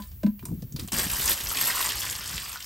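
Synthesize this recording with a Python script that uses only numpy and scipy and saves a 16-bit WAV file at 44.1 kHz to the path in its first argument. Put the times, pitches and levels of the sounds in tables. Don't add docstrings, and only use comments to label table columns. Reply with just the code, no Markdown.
import sys
import numpy as np
from scipy import signal
from scipy.fft import rfft, irfft, next_fast_len
from scipy.io import wavfile
from scipy.ndimage import map_coordinates

SR = 44100
rng = np.random.default_rng(int(sys.argv[2]) if len(sys.argv) > 2 else 0)


def voltage_ratio(decibels):
    exponent = np.asarray(decibels, float) / 20
    return 10 ** exponent


def dump(signal):
    limited = np.clip(np.atleast_2d(signal).T, -1, 1)
    pcm = np.round(limited * 32767).astype(np.int16)
    wavfile.write(sys.argv[1], SR, pcm)


N = 116865

# t/s, body level/dB, shell level/dB, ring level/dB, crack level/dB
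BOTTLE_KNOCKS = [
    (-0.008, -35, -43, -25, -40),
    (0.2325, -15, -28, -29, -27),
    (0.2645, -19, -36, -31, -28),
]
BODY_STIFLED = [
    .018,
    .263,
    9,
]
# f/Hz, level/dB, rise/s, t60/s
BOTTLE_BODY = [(205, 26, .05, .09), (232.5, 15, .05, .09), (200, -4, .03, .22), (290, 0, .006, .04),
               (161.7, 11, .05, .07)]
# f/Hz, level/dB, rise/s, t60/s
BOTTLE_SHELL = [(600, 23, .008, .028), (545, 16, .008, .03)]
# f/Hz, level/dB, rise/s, t60/s
BOTTLE_RING = [(1008, -9, .003, .105), (1560, -10, .001, .04), (830, -10, .004, .04)]
# t/s, level/dB
WIND_GUSTS = [(0.0, -53), (0.11, -45), (0.78, -43.5), (0.81, -33), (0.91, -44.5), (0.94, -39.5),
              (1.15, -37.5), (1.17, -63), (1.26, -42), (1.41, -55), (1.44, -43.5), (1.7, -53.5),
              (1.91, -48.5), (1.95, -45), (2.07, -48), (2.12, -46.5), (2.4, -43), (2.65, -57.5)]
# f/Hz, level/dB
WIND_SPECTRUM = [(20, -67), (40, 9), (58, 19.5), (110, 12), (200, -2.5), (500, -22), (1000, -27.5)]
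# f/Hz, level/dB
HISS_SPECTRUM = [(300, -39), (1500, -2), (9000, -22), (10600, 5), (12000, 16), (15000, 21.5)]
# t/s, level/dB
LOOSE_RUSTLE = [
    (0.0, -52.5),
    (0.094, -63),
    (0.196, -83),
    (0.552, -69),
    (0.732, -121),
    (0.794, -42.5),
    (0.92, -73),
]
# t/s, level/dB, brightness/dB
CRUMPLING = [(0.92, -31, 0), (0.968, -30.5, -4), (0.996, -26, -6), (1.082, -36.5, -14), (1.112, -34, -6.5),
             (1.324, -29, -7), (1.352, -36.5, -6), (1.478, -35, -10), (1.56, -31.5, -9),
             (1.638, -28.5, -6.5), (1.912, -30, -22), (1.97, -34.5, -32), (1.998, -33, -12),
             (2.192, -37, -25.5), (2.39, -37.5, -24), (2.572, -40, -28.5), (2.584, -47.5, -34),
             (2.65, -47.5, -5)]
# t/s, peak level/dB, centre f/Hz
LOOSE_SNAPS = [(0.0204, -31, 3600), (0.1153, -41.5, 4350), (0.392, -36, 2780), (0.4269, -37.5, 1130),
               (0.453, -25, 8340), (0.456, -35, 840), (0.485, -40.5, 1010), (0.515, -43.5, 700),
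               (0.621, -36, 4500), (0.626, -39, 490), (0.7226, -35.5, 6200), (0.7614, -24, 4050),
               (0.7947, -21.5, 4000), (0.833, -38.5, 5870), (0.8753, -27.5, 8100), (0.8835, -26, 3300),
               (0.9198, -25, 7900)]
# t/s, peak level/dB, centre f/Hz
FOIL_CRACKS = [(0.9191, -21, 8000), (0.9311, -19, 7600), (0.9823, -33, 7630), (0.9839, -12, 7250),
               (0.995, -16, 7150), (1.0992, -20, 3070), (1.1138, -19, 8300), (1.1334, -14.5, 8400),
               (1.1926, -20, 8700), (1.2, -18, 3160), (1.217, -19, 4130), (1.234, -27, 8750),
               (1.2576, -12, 8300), (1.277, -10, 5610), (1.307, -11, 8500), (1.3757, -24.5, 2870),
               (1.4075, -19.5, 5500), (1.436, -25, 6680), (1.4607, -25, 2560), (1.4941, -17, 8400),
               (1.5141, -20, 1100), (1.543, -25, 6230), (1.5598, -26, 3150), (1.5706, -13, 2880),
               (1.5858, -18, 2800), (1.6224, -16, 8810), (1.6751, -13, 8400), (1.6984, -16, 2040),
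               (1.711, -19, 3280), (1.77, -18.5, 1220), (1.812, -16, 1840), (1.826, -16.5, 3400),
               (1.859, -19, 2710), (2.0021, -16.5, 6490), (2.0229, -18.5, 3600), (2.064, -19.5, 2700),
               (2.1082, -22, 7600), (2.1085, -16.5, 8100), (2.1269, -23, 3030), (2.1843, -33, 2620),
               (2.2044, -40, 3360), (2.2224, -30, 5610), (2.2398, -29, 5050), (2.2753, -18.5, 7940),
               (2.2933, -18, 8110), (2.3474, -30, 3230), (2.3591, -19.5, 8240), (2.3672, -21.5, 3850),
               (2.3785, -17, 3100), (2.4179, -27, 8100), (2.4613, -27.5, 3440), (2.5157, -30, 3110),
               (2.5282, -27, 6000), (2.5576, -19.5, 1350), (2.6028, -27, 8000), (2.6038, -24, 3000),
               (2.624, -22, 5150),
               (1.267, -16.5, 5920), (1.2864, -15, 8810), (1.3164, -13, 3760), (1.33, -15, 8000),
              (1.353, -31, 7970), (1.404, -22, 2860), (1.4098, -26, 3500), (1.6064, -20, 5800),
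              (1.716, -21.5, 3300), (1.7791, -18.5, 2460), (1.9063, -18.5, 3430), (2.0437, -25, 1270),
              (2.258, -23, 5240), (2.3144, -24, 8240), (2.3894, -27, 3590), (2.5723, -28, 4450),
              (2.6434, -27, 5900)]
# f/Hz, level/dB
FOIL_SPECTRUM = [(250, 7.5), (700, 5), (1150, 2), (3000, 2), (7500, 1.5), (8300, 1.5), (11300, 5),
                 (13500, 1)]
# t/s, level/dB
PANEL_SWING = [(0.38, -55), (0.53, -27), (0.7, -76), (0.76, -39), (0.78, -59), (0.85, -55), (0.9, -76),
               (0.93, -31.5), (1.26, -57), (1.75, -74), (2.09, -49), (2.36, -50.5), (2.65, -64)]
# t/s, peak level/dB, pitch f/Hz
PANEL_FLAPS = [(0.434, -35, 224), (0.488, -34, 116), (0.51, -27, 175), (0.529, -29.5, 192),
               (0.548, -35.5, 203.5), (0.578, -33.5, 167), (0.623, -31.5, 166), (0.643, -31.5, 126),
               (0.717, -36, 131), (0.745, -26, 145), (0.789, -39, 294), (0.8, -29, 78.5),
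               (0.823, -36.5, 225), (0.844, -34, 192), (0.868, -42.5, 151), (0.928, -29, 218.4),
               (0.975, -41, 192), (0.991, -37, 359), (1.02, -37, 193), (1.063, -30, 175), (1.115, -48, 82),
               (1.191, -37.5, 137), (1.273, -38, 112), (1.441, -42, 98), (2.34, -38, 152)]
# f/Hz, whole turns
PORT_TURNS = [(8650, 0), (9850, .49), (10450, .51), (11800, .99), (12350, 1.01), (13450, 1.49),
              (14200, 1.51), (15300, 2)]
# f/Hz, level/dB
PORT_LEAK = [(600, -16), (1000, -21), (2000, -26), (3400, -13), (4100, -37)]


def unit(x):
    return x / np.sqrt(np.mean(x ** 2) + 1e-20)


def along(points, hz):
    f, v = np.transpose(points)
    return np.interp(np.log(hz + 1), np.log(f + 1), v)


def curves(rows):
    s, *cols = np.transpose(rows)
    return [np.interp(np.arange(N) / SR, s, c) for c in cols]


def wobble(rate):
    return map_coordinates(rng.standard_normal(int(N * rate / SR) + 4), [np.arange(N) * rate / SR])


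def filtered(x, response):
    m = next_fast_len(N + 8192)
    return irfft(rfft(x, m) * response(np.fft.rfftfreq(m, 1 / SR)), m)[..., :N]


def below(hz, corner, order):
    return 1 / (1 + (hz / corner) ** order)


def above(hz, corner, order):
    return 1 / (1 + (corner / (hz + 1)) ** order)


def dying(x, t60):
    return signal.lfilter([1], [1, -voltage_ratio(-60 / (t60 * SR))], x)


def hump(centre_hz, depth_db, octaves):
    return lambda hz: voltage_ratio(depth_db * (np.exp(-(np.log2((hz + 1) / centre_hz) / octaves) ** 2) - 1))


def ringing(hz, rise, t60, t, start=0):
    return np.sin(2 * np.pi * hz * (t + start)) * (1 - np.exp(-t / rise)) ** 2 * voltage_ratio(-60 * t / t60)


def modes(table, t):
    return sum(voltage_ratio(db) * ringing(hz, rise, t60, t) for hz, db, rise, t60 in table)


def scattered(x, t60):
    size, out, t = 4096, np.zeros(N + SR), np.arange(SR // 8) / SR
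    padded = np.pad(x, (size, 2 * size))
    fade = signal.get_window("hann", 2 * size)
    for start in range(0, N + size, size):
        answer = rng.standard_normal(len(t)) * voltage_ratio(-60 * t / t60)
        piece = signal.fftconvolve(padded[start:start + 2 * size] * fade, answer / np.linalg.norm(answer))
        out[start:start + len(piece)] += piece
    return out[size:size + N] * np.sqrt(4 / 3)


def bottle():
    lead = SR // 10
    out, t = np.zeros(N + SR), np.arange(SR // 3) / SR
    body_t = np.maximum(t - 0.003, 0)
    for (s, body_db, shell_db, ring_db, crack_db), stifled in zip(BOTTLE_KNOCKS, BODY_STIFLED):
        body = sum(voltage_ratio(db) * ringing(hz, rise, t60, body_t, s) for hz, db, rise, t60 in BOTTLE_BODY)
        body = body * np.exp(-np.maximum(t + s - stifled, 0) / 0.018)
        crack = signal.lfilter([.3], [1, -.7], rng.standard_normal(len(t)))
        crack = crack * voltage_ratio(-5 - 60 * t / 0.055)
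        knock = voltage_ratio(body_db + 7) * body + voltage_ratio(crack_db) * crack
        knock = knock + voltage_ratio(shell_db) * modes(BOTTLE_SHELL, t) + voltage_ratio(ring_db) * modes(BOTTLE_RING, t)
        out[round(s * SR) + lead:][:len(t)] += knock
    out = out[lead:][:N]
    table = scattered(filtered(out, lambda hz: above(hz, 380, 6)), t60=0.18)
    return out + voltage_ratio(-11) * table


def outdoors():
    wind_db, = curves(WIND_GUSTS)
    gusts = filtered(rng.standard_normal((2, N)), lambda hz: voltage_ratio(along(WIND_SPECTRUM, hz)))
    ports = gusts[0] + voltage_ratio(-18) * gusts[1] * [[1], [-1]]
    rumble = unit(voltage_ratio(2.5 * wobble(23)) * ports)
    hiss = unit(filtered(rng.standard_normal(N), lambda hz: voltage_ratio(along(HISS_SPECTRUM, hz))))
    return voltage_ratio(wind_db) * rumble + voltage_ratio(-46 + 0.71 * wobble(4.3)) * hiss


def crackle():
    grains_per_s, grain_t60 = 4000, 0.0065
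    out, clump = np.zeros(N), wobble(45)
    for centre_hz in (1100, 1800, 3000, 5000, 8200, 12500):
        starts = rng.random(N) < grains_per_s / 6 / SR
        size = np.minimum(rng.exponential(1, N), 2.6)
        clump_db = 1.6 * (.7 * clump + .7 * wobble(40))
        sizes = starts * voltage_ratio(5 * size + clump_db)
        grains = unit(dying(sizes, grain_t60) * rng.standard_normal(N))
        out += filtered(grains, hump(centre_hz, depth_db=18, octaves=.5))
    return unit(out)


def buckles(rows, t60, tail_db, colour_db):
    tail_t60, rise = 0.071, 0.001
    out, t = np.zeros(N + SR), np.arange(SR // 5) / SR
    hz = np.fft.rfftfreq(len(t), 1 / SR)
    for s, db, centre_hz in rows:
        depth_db = colour_db + 9 * (centre_hz < 1500)
        colour = hump(centre_hz, depth_db, octaves=.65)(hz)
        noise = unit(irfft(rfft(rng.standard_normal(len(t))) * colour, len(t)))
        shape = voltage_ratio(-60 * t / t60) + voltage_ratio(tail_db - 60 * t / tail_t60)
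        out[round(s * SR):][:len(t)] += voltage_ratio(db) * noise * shape * (1 - np.exp(-t / rise))
    return out[:N]


def foil():
    strength_db, bright_db = curves(CRUMPLING)
    loose_db, = curves(LOOSE_RUSTLE)
    since = np.arange(N) / SR - CRUMPLING[0][0]
    grains = unit(crackle() + voltage_ratio(-8) * rng.standard_normal(N))
    struck = grains * voltage_ratio(np.where(since >= 0, strength_db, loose_db))
    cracks = buckles(sorted(FOIL_CRACKS), t60=0.014, tail_db=-10.5, colour_db=15)
    snaps = buckles(LOOSE_SNAPS, t60=0.019, tail_db=-8.5, colour_db=11)
    struck = struck + voltage_ratio(-8) * cracks + voltage_ratio(-9) * snaps
    sheet = struck + voltage_ratio(-7) * scattered(struck, t60=0.22)
    sheet = filtered(sheet, lambda hz: voltage_ratio(along(FOIL_SPECTRUM, hz)))
    top = filtered(sheet, lambda hz: above(hz, 8500, 6))
    low = filtered(sheet, lambda hz: below(hz, 850, 6))
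    top_gain = voltage_ratio(0.31 * (bright_db - bright_db.mean()))
    low_gain = voltage_ratio(-5 * np.maximum(since, 0))
    return sheet + top * (top_gain - 1) + low * (low_gain - 1)


def flaps():
    rise, t60 = 0.014, 0.036
    out, t = np.zeros(N + SR), np.arange(SR // 5) / SR
    for s, db, hz in PANEL_FLAPS:
        second_hz = hz * (1.343 + 0.32 * rng.random())
        pop = ringing(hz, rise, t60, t) + 0.15 * ringing(second_hz, rise / 2, t60, t)
        puff = unit(signal.lfilter(*signal.butter(4, 300, fs=SR), rng.standard_normal(len(t))))
        puff = puff * t / rise * np.exp(1 - t / rise)
        pop = pop / np.abs(pop).max() + voltage_ratio(-20) * puff
        out[round((s - .004) * SR):][:len(t)] += voltage_ratio(db + 3) * pop / np.abs(pop).max()
    swing_db, = curves(PANEL_SWING)
    flex = unit(filtered(rng.standard_normal(N), lambda hz: below(hz, 250, 5) * above(hz, 110, 4)))
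    fade_in = np.clip((np.arange(N) / SR - PANEL_SWING[0][0]) / 0.18 + 1, 0, 1)
    return out[:N] + flex * voltage_ratio(swing_db - 7.5 + wobble(26.0)) * fade_in


def scene():
    return bottle() + outdoors() + foil() + flaps()


def band_limit(x):
    return signal.sosfilt(signal.butter(12, 17110, fs=SR, output="sos"), x)


def record(dry):
    x, apart = dry.mean(axis=0), (dry[0] - dry[1]) / 2
    smeared = scattered(x, t60=0.0061)
    share = .45
    drift = 0.071 * wobble(28.8)

    def half(hz):
        return np.pi * along(PORT_TURNS, hz)

    def turned(hz):
        return (hz > PORT_TURNS[0][0]) * (hz < PORT_TURNS[-1][0])

    def leak(hz):
        return voltage_ratio(along(PORT_LEAK, hz)) * (hz < 8000) * above(hz, 300, 4)

    def bass_lean(hz):
        return 0.1 * (1 + 1.5j) * below(hz, 450, 4) * above(hz, 130, 4)

    mid = filtered(x, lambda hz: np.cos(half(hz))) - drift * filtered(x, lambda hz: np.sin(half(hz)))
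    side = filtered(x, lambda hz: 1j * np.sin(half(hz)))
    side = side + drift * filtered(x, lambda hz: 1j * turned(hz) * np.cos(half(hz)))
    side = side * np.sqrt(1 - share) + apart
    side = side + np.sqrt(share) * filtered(smeared, lambda hz: np.sin(half(hz)))
    side = side + voltage_ratio(6 * wobble(11.71)) * filtered(smeared, leak)
    side = side + filtered(x, bass_lean)
    pair = filtered(np.array([mid + side, mid - side]), lambda hz: below(hz, 15800, 160))
    return band_limit(pair)


dry = scene()
out = record(dry)
dump(out)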